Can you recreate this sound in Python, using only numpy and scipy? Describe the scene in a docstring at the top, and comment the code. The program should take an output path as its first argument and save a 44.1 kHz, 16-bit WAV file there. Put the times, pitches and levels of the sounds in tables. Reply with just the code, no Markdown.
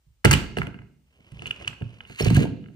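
"""In a quiet room, plastic latches of a big hard case snap open on a wooden table, a phone held close above.
Each snap rings the latch's short modes and thumps the hollow case; loose fittings buzz on after it.
A loose latch rattles out, a hand slides on as grainy noise, and a second latch clicks.
Then the lid squeaks off its seal and swings up, booming. The room rings after all."""
import sys
import numpy as np
from scipy import signal
from scipy.fft import rfft, irfft
from scipy.io import wavfile
from scipy.ndimage import uniform_filter1d, map_coordinates

SR = 44100
rng = np.random.default_rng(int(sys.argv[2]) if len(sys.argv) > 2 else 0)


def decibels_to_gain(level_db):
    """Convert a level in decibels to a linear amplitude gain (20 dB per decade)."""
    exponent = np.asarray(level_db, float) / 20
    return 10 ** exponent


def to_wav(sig):
    """Store sig (one row per channel, or 1-D mono) as 16-bit WAV at the path in sys.argv[1].

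    Samples outside -1..1 are clipped; the rate is SR.
    """
    pcm = np.clip(np.atleast_2d(sig), -1, 1) * 32767
    pcm = np.round(pcm).astype(np.int16)
    wavfile.write(sys.argv[1], SR, pcm.T)  # frames by channels


N = 121275  # 2.75 s


def level(x, db):
    """Scale a sound to an rms level in dB."""
    return x * decibels_to_gain(db) / np.sqrt(np.mean(x ** 2))


def colour(x, points):
    """Filter a sound by (pitch_hz, gain_db) points."""
    hz, db = np.array(points).T
    f = np.arange(len(x) // 2 + 1) * SR / len(x) + 1
    gain_db = np.interp(np.log(f), np.log(hz), db)
    return irfft(rfft(x) * decibels_to_gain(gain_db), len(x))


def ring(hz, db, t60, phase, rise, size):
    """Sum of dying tones, one per mode, that swell together over the contact time."""
    t = np.arange(size) / SR
    tones = np.sin(2 * np.pi * hz[:, None] * t + phase[:, None])
    decay = 1000. ** (-t / t60[:, None])
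    modes = decibels_to_gain(db)[:, None] * tones * decay
    return modes.sum(axis=0) * (1 - np.exp(-(t / rise) ** 2))


def add(out, x, s):
    """Mix x into out, starting at time s."""
    i = int(s * SR)
    out[:, i:i + x.shape[1]] += x[:, :N - i]


# tone of the quiet room's noise, only its shape counts: pitch_hz [Hz], gain_db [dB]
QUIET_TONE = [(12, -34.5), (20, -9), (74, 8.5), (104, -19), (678, -30.5), (9670, -33.5), (11800, -59),
              (14700, -28), (16000, -52)]


def quiet_room():
    """Steady filtered noise, with a part shared by both sides and a part opposite on each."""
    mid, side = (level(colour(rng.standard_normal(N), QUIET_TONE), -68) for _ in range(2))
    side = colour(side, [(60, -15.5), (1000, -1.5)])  # weaker in the bass
    return np.array([mid + side, mid - side])


# room tail by band: pitch_hz [Hz], t60_s (time to fade by 60 dB) [s],
# level_db (relative) [dB], likeness left-right [0 to 1]
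ROOM = [(56.5, .7, -16.5, .97), (125, .8, -8.5, .9), (250, .7, -4, .7), (500, .65, -7, 0.82),
        (1000, 0.43, -4.5, .3), (2157, .6, -16, .3), (3704, 0.67, -13, .3), (7750, .35, -15.5, .3),
        (12800, .25, -23, .2)]
ROOM_DELAY_S = 0.0013  # how slowly the tail swells in


def room(x):
    """Walls return a diffuse tail: fading noise in overlapping bands, alike left and right in the bass."""
    size = SR  # one second
    t, tail = np.arange(size) / SR, np.zeros((2, size))
    f = np.arange(size // 2 + 1) + 1.
    for hz, t60, db, alike in ROOM:
        shape = np.clip(1 - np.abs(np.log2(f / hz)), 0, 1) ** .5  # an octave to each side
        mid, side = irfft(rfft(rng.standard_normal((2, size))) * shape, size)
        both = np.sqrt(1 + alike) * mid + np.sqrt(1 - alike) * side * np.array([[1], [-1]])
        fade = 1000. ** (-t / t60) * np.sqrt(np.log(1000) / t60 / SR)  # long tails start softer
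        tail += both * decibels_to_gain(db) * fade
    tail *= 1 - np.exp(-(t / ROOM_DELAY_S) ** 2)
    return signal.fftconvolve(x[None], tail)[:, :N]


# loudness of the rubbing before its grain: time_s [s], level_db [dB]
RUB = [(0, -87), (1.0, -91.5), (1.12, -67), (1.22, -62.5), (1.33, -59.5), (1.47, -45), (1.55, -53.5),
       (1.62, -43.5), (1.75, -57), (1.9, -55.5), (2.06, -59), (2.1, -51.5), (2.17, -54), (2.2, -27),
       (2.23, -38.5), (2.26, -35.5), (2.29, -39.5), (2.335, -42), (2.36, -31.5), (2.44, -42.5), (2.55, -77),
       (2.75, -76)]
# tone of the hand on the shell, only its shape counts: pitch_hz [Hz], gain_db [dB]
HAND_TONE = [(35, -26.5), (60, -6), (130, -14.5), (579, -21.5), (715, -26.5), (1620, -29), (3040, -19.5),
             (3420, -33.5), (8320, -45.5), (16000, -66)]
# tone of the lid leaving its seal, only its shape counts: pitch_hz [Hz], gain_db [dB]
SEAL_TONE = [(530, -31.5), (900, -10.5), (2860, 5.5), (3340, -7.5), (4310, -5.5), (5410, -19.5),
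             (6560, -10.5), (10200, -21), (11600, -36.5), (13700, -19), (16000, -37.5)]
SEAL_FROM_S = 2.07
GRAIN_DB, GRAIN_S = 4.5, .004  # swing per unit of grain noise; time between grains


def rubbing():
    """Friction is noise of flickering level: the hand on the shell, then the lid leaving its seal."""
    t, hold = np.arange(N) / SR, int(GRAIN_S * SR)
    steps = np.repeat(rng.standard_normal(N // hold + 1), hold)
    grain = uniform_filter1d(steps, hold)[:N]
    hand = level(colour(rng.standard_normal(N), HAND_TONE), 0)
    seal = level(colour(rng.standard_normal(N), SEAL_TONE), 0)
    loudness_db = np.interp(t, *np.array(RUB).T) + GRAIN_DB * grain
    return np.where(t < SEAL_FROM_S, hand, seal) * decibels_to_gain(loudness_db)


# tone of the buzz, only its shape counts: pitch_hz [Hz], gain_db [dB]
BUZZ_TONE = [(410, -30.5), (700, -6.5), (3030, -1.5), (3740, -10), (8760, -21.5), (10800, -25.5),
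             (11700, -38), (14200, -22), (15400, -42), (16000, -89.5)]
BUZZ_DB, BUZZ_T60_S = -20, .3  # below the click's high modes; time to fade by 60 dB


def buzz():
    """Loose fittings buzz on after each click as fading noise, as strong as its high modes were struck."""
    kicks = np.zeros(N)
    s, db, _, _, high_db = np.array(CLICKS).T
    kick_power = decibels_to_gain(db + high_db + CLICK_GAIN_DB + BUZZ_DB) ** 2
    np.add.at(kicks, (s * SR).astype(int), kick_power)
    power = signal.lfilter([1], [1, -1000. ** (-2 / BUZZ_T60_S / SR)], kicks)
    loudness = np.sqrt(uniform_filter1d(power, size=129).clip(0))
    mid, side = (level(colour(rng.standard_normal(N), BUZZ_TONE), 0) for _ in range(2))
    return loudness * np.array([mid + side, mid - side])


# squeaks of the seal letting go: peak_s [s], level_db [dB], pitch_hz [Hz],
# length_s (from the peak down to about a third) [s]
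SQUEAKS = [(2.2133, -29, 4400, 0.0035), (2.225, -28.5, 5370, 0.0038), (2.366, -24.5, 1620, 0.0052)]


def squeaks():
    """Sticking and slipping makes brief steady tones with a soft swell and fade."""
    t, out = np.arange(N) / SR, np.zeros(N)
    for s, db, hz, length in SQUEAKS:
        tone = np.sin(2 * np.pi * hz * (t - s))
        out += decibels_to_gain(db) * tone * np.exp(-((t - s) / length) ** 2)
    return out


# thumps into the case: start_s [s], level_db (peak) [dB], pitch_hz (favoured) [Hz], spread [octaves]
THUMPS = [(0.066, -50.5, 80, .6), (.249, -2.5, 343, 0.77), (0.2586, -7, 109, 0.64), (0.282, -23, 108, 0.42),
          (0.315, -10.5, 127, 1.1), (.337, -14, 198, 0.71), (0.358, -33.5, 149, 0.37),
          (0.572, -15.5, 354, 0.68), (0.583, -22.5, 171, .8), (0.596, -21, 110.5, 0.47),
          (0.636, -24, 121.3, 0.66), (.673, -25.5, 209.4, 0.96), (.745, -33.5, 203.6, 0.4),
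          (0.796, -37, 150, 0.66), (1.19, -49.5, 250, 0.99), (1.32, -35, 119, 0.77),
          (1.398, -36.5, 115, 0.38), (1.42, -30.5, 400, 0.75), (1.466, -33.5, 200, 1),
          (1.61, -36.5, 598, 0.26), (1.679, -33.5, 133, 0.59), (1.812, -25.5, 250, 1),
          (1.822, -20.5, 115, 0.31), (2.1, -32, 270, 1.11), (2.2, -29, 500, 0.54),
          (2.207, -11.5, 389, 0.49), (2.214, -18.5, 110, 0.76), (2.234, -15.5, 93.4, 0.25),
          (2.26, -11, 350, 0.72), (2.27, -9, 110, 0.32), (2.288, -13.5, 117, 0.27), (2.302, -24.5, 875, .3),
          (2.3086, -6, 208, 0.27), (2.33, -11, 117, 0.51), (2.351, -12.5, 123, 0.52),
          (2.3709, -3.5, 159.5, 0.43), (2.374, -19.5, 646, 0.3), (2.395, -12.5, 248, .5),
          (2.412, -11, 286.5, 0.54), (2.426, -14.5, 250, 0.53), (2.441, -12.5, 307, 0.51),
          (2.452, -27, 870, 0.42), (2.455, -19, 250, .5), (2.478, -21, 216, 0.45), (2.522, -22, 250, 0.23),
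          (2.58, -35, 200, 0.25), (2.698, -40.5, 206, 1)]
# modes of the case on the table: pitch_hz [Hz], level_db (relative) [dB], t60_s before any damping [s]
CASE = [(45.4, -8.5, 0.77), (65, -4.5, 0.37), (94.4, -4.5, 0.14), (117.4, -2.5, .22), (137.7, -3, .15),
        (186.5, -1, 0.093), (233.7, -3, .09), (286.1, -6.5, 0.1), (350.1, -4.5, 0.072), (389.5, -4, 0.069),
        (438, -8, .07), (571.5, -6, .06), (697.4, -7, 0.084), (899.4, -10.5, .07)]
LIFT_S, HELD_RING = 2.15, 0.69  # start of the lift; share of the ring time left under the hand
THUMP_RISE_CYCLES = 0.42  # contact time in cycles of the favoured pitch
THUMP_TURN_PER_KHZ = 3.9  # random phase between left and right, radians


def thumps():
    """Each thump sets off the case modes nearest its favoured pitch; low thumps push for longer.
    The lifting hand pulls instead of pushing and damps the lid."""
    out, (hz, mode_db, t60) = np.zeros((2, N)), np.array(CASE).T
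    for s, db, centre, spread in THUMPS:
        near_db = mode_db - 3 * (np.log2(hz / centre) / spread) ** 2
        turn = THUMP_TURN_PER_KHZ * hz / 1000 * rng.standard_normal(len(hz)) / 2
        way, rings = (-1, t60 * HELD_RING) if s > LIFT_S else (1, t60)
        rise = THUMP_RISE_CYCLES / centre
        x = np.array([ring(hz, near_db, rings, k * turn, rise, size=SR // 3) for k in (1, -1)])
        add(out, way * decibels_to_gain(db) * x / np.abs(x).max(), s)
    return out


# latch clicks: start_s [s], level_db (before the shares and the common gain) [dB],
# then the shares low_db, middle_db, high_db of the three groups of modes [dB]
CLICKS = [(0.244, -11.5, -5, -14.5, -28), (0.2473, -12, -31, -39, -2.5), (0.2485, -7.5, -17, -15, -12.5),
          (0.252, 0, -6, -14.5, -23), (0.2559, -8.5, -17.5, -7, -15), (0.3102, -9, -4, -16, -3.5),
          (0.3151, -12.5, -4, -5.5, -6.5), (0.3283, -11.5, -7, -9.5, -3.5), (0.3353, -13, -3, 1.5, -5.5),
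          (0.3482, -22, -24, -0.5, -15.5), (0.5684, -13, -11.5, -13, -29), (0.5739, -28, -11, -26, -9),
          (0.5839, -20, -5.5, -8.5, -12), (0.6161, -21, 0.5, -10.5, -33), (0.6298, -34, -4.5, -9, -18.5),
          (0.6678, -24.5, -10, -9.5, -24.5), (0.742, -32.5, -9, -12.5, -40), (0.7881, -37, -6.5, -13, -33),
          (0.8172, -37, -12.5, -22, -35.5), (1.2885, -66.5, -14.5, -12, -8), (1.3175, -44, -11, -12.5, -9),
          (1.3926, -48, -27.5, 11, -10.5), (1.4197, -37.5, -2.5, 2, -8), (1.4566, -8, -31, -18.5, -39),
          (1.4619, -38.5, -7, 4, -15), (1.4674, -19.5, -21, -13.5, -20), (1.4739, -42, -29, 11.5, -13),
          (1.4792, -42, -23, -8, -28), (1.497, -30, -45, -36, -20.5), (1.508, -18, -13.5, -2.5, -23.5),
          (1.6116, -37.5, -5, -20, -19), (1.6453, -37, -8, 4, -25), (1.6736, -21.5, -13, -28, -17),
          (1.6765, -9.5, -25, -7, -23), (1.728, -42, 1.5, -24, -21), (1.8195, -30, -12.5, -11, -29),
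          (2.0049, -27, -10, -8.5, -50), (2.0501, -53, 1, 9.5, -28), (2.0974, -40, -5, -9, -18),
          (2.1863, -45, -15, 6, -3.5), (2.2022, -35.5, -29, -5, -0.5), (2.2099, -35.5, -24, -8, 2.5),
          (2.2217, -30.5, -29, -35, -3.5), (2.2454, -34, -38, -25, 7), (2.2829, -24, -23, -3.5, -17.5),
          (2.3012, -23, -8, -14, -8), (2.3455, -18.5, -26, -13, -10.5), (2.365, -26.5, -1.5, -20, -1.5),
          (2.6397, -47, -6.5, -5, -34.5), (2.6588, -48.5, 0, -3.5, -40.5), (2.6842, -45.5, -7, -13, -30)]
# latch modes before scatter: pitch_hz [Hz], level_db (relative) [dB], t60_s [s]
LATCH = [(912, -11, 0.015), (1358, -5, 0.015), (1620, 0, 0.012), (2090, 0, .012), (2510, -5, 0.013),
         (2861, -2, 0.015), (3424, -12, 0.0085), (4400, -3, 0.0081), (5354, -9.5, 0.0033),
         (6180, -3.5, 0.0026), (7200, -3.5, .005), (7866, -3, 0.009), (8770, -4.5, 0.0054),
         (9633, -9.5, 0.0043), (14400, -16, 0.013), (15000, -20.5, .005)]
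# phase by which the right side is ahead: one value each for low, middle, high modes [radians]
GROUP_LEAD = 0.42, -0.89, 0.056
LOW_UNDER_HZ, HIGH_OVER_HZ = 2300, 3800
SWELL_S, CHATTER_S = .0016, 0.0028  # contact time of low and middle modes; time scale of the chatter
CLICK_DETUNE, CLICK_SCATTER_DB = 0.017, 1  # random spread of pitch (as a fraction) and of mode level
CLICK_TURN = .3  # random phase between left and right, radians
CLICK_GAIN_DB = 5


def clicks():
    """Low and middle modes swell over the contact, high ones are rung by its chatter."""
    out, (hz, mode_db, t60) = np.zeros((2, N)), np.array(LATCH).T
    low, high = hz < LOW_UNDER_HZ, hz >= HIGH_OVER_HZ
    groups = (low, ~low & ~high, high)
    t = np.arange(SR // 100) / SR / CHATTER_S
    for s, db, *shares in CLICKS:
        detune, scatter, start, turn = rng.standard_normal((4, len(hz)))
        click_hz = hz * (1 + CLICK_DETUNE * detune)
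        click_db = mode_db + CLICK_SCATTER_DB * scatter
        chatter = rng.standard_normal(len(t)) * t * np.exp(-t ** 2)
        for g, share_db, rise, lead in zip(groups, shares, (SWELL_S, SWELL_S, 0), GROUP_LEAD):
            sides = []
            for k in (.5, -.5):  # left, right
                phase = np.pi * start + k * (CLICK_TURN * turn - lead)
                sides.append(ring(click_hz[g], click_db[g], t60[g], phase[g], rise + 1 / SR, SR // 32))
            x = np.array(sides)
            if not rise:
                x = signal.fftconvolve(x, chatter[None])
            add(out, decibels_to_gain(db + share_db + CLICK_GAIN_DB) * x / np.abs(x).max(), s)
    return out


RIGHT_LAG_S, LEFT_DB, HIGH_LEFT_DB = .0002, -3.5, 1  # left gain below 4 kHz and above 8 kHz


def scene():
    """The sound reaches the left microphone first, but weaker below the treble."""
    near = clicks() + thumps() + rubbing() + buzz() + squeaks()
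    right = map_coordinates(near[1], [np.arange(N) - RIGHT_LAG_S * SR], order=3)
    left = colour(near[0], [(4000, LEFT_DB), (8000, HIGH_LEFT_DB)])
    wet = room(near.mean(axis=0)) * decibels_to_gain(np.array([[-2.5], [0]]))  # tail softer on the left
    return np.array([left, right]) + wet + quiet_room()


def low_pass(x):
    """Removes everything above the highest recorded frequency."""
    return signal.sosfilt(signal.butter(12, 16440, fs=SR, output="sos"), x)


def record(dry):
    """The phone drops the deepest bass, rounds the loudest peaks and cuts the top."""
    no_rumble = signal.sosfilt(signal.butter(2, 41, "high", fs=SR, output="sos"), dry)
    rounded = np.tanh(0.91 * no_rumble) / 0.77
    mix = signal.sosfilt(signal.ellip(8, .2, 70, 15000, fs=SR, output="sos"), rounded)
    return low_pass(mix)


dry = scene()
out = record(dry)
to_wav(out)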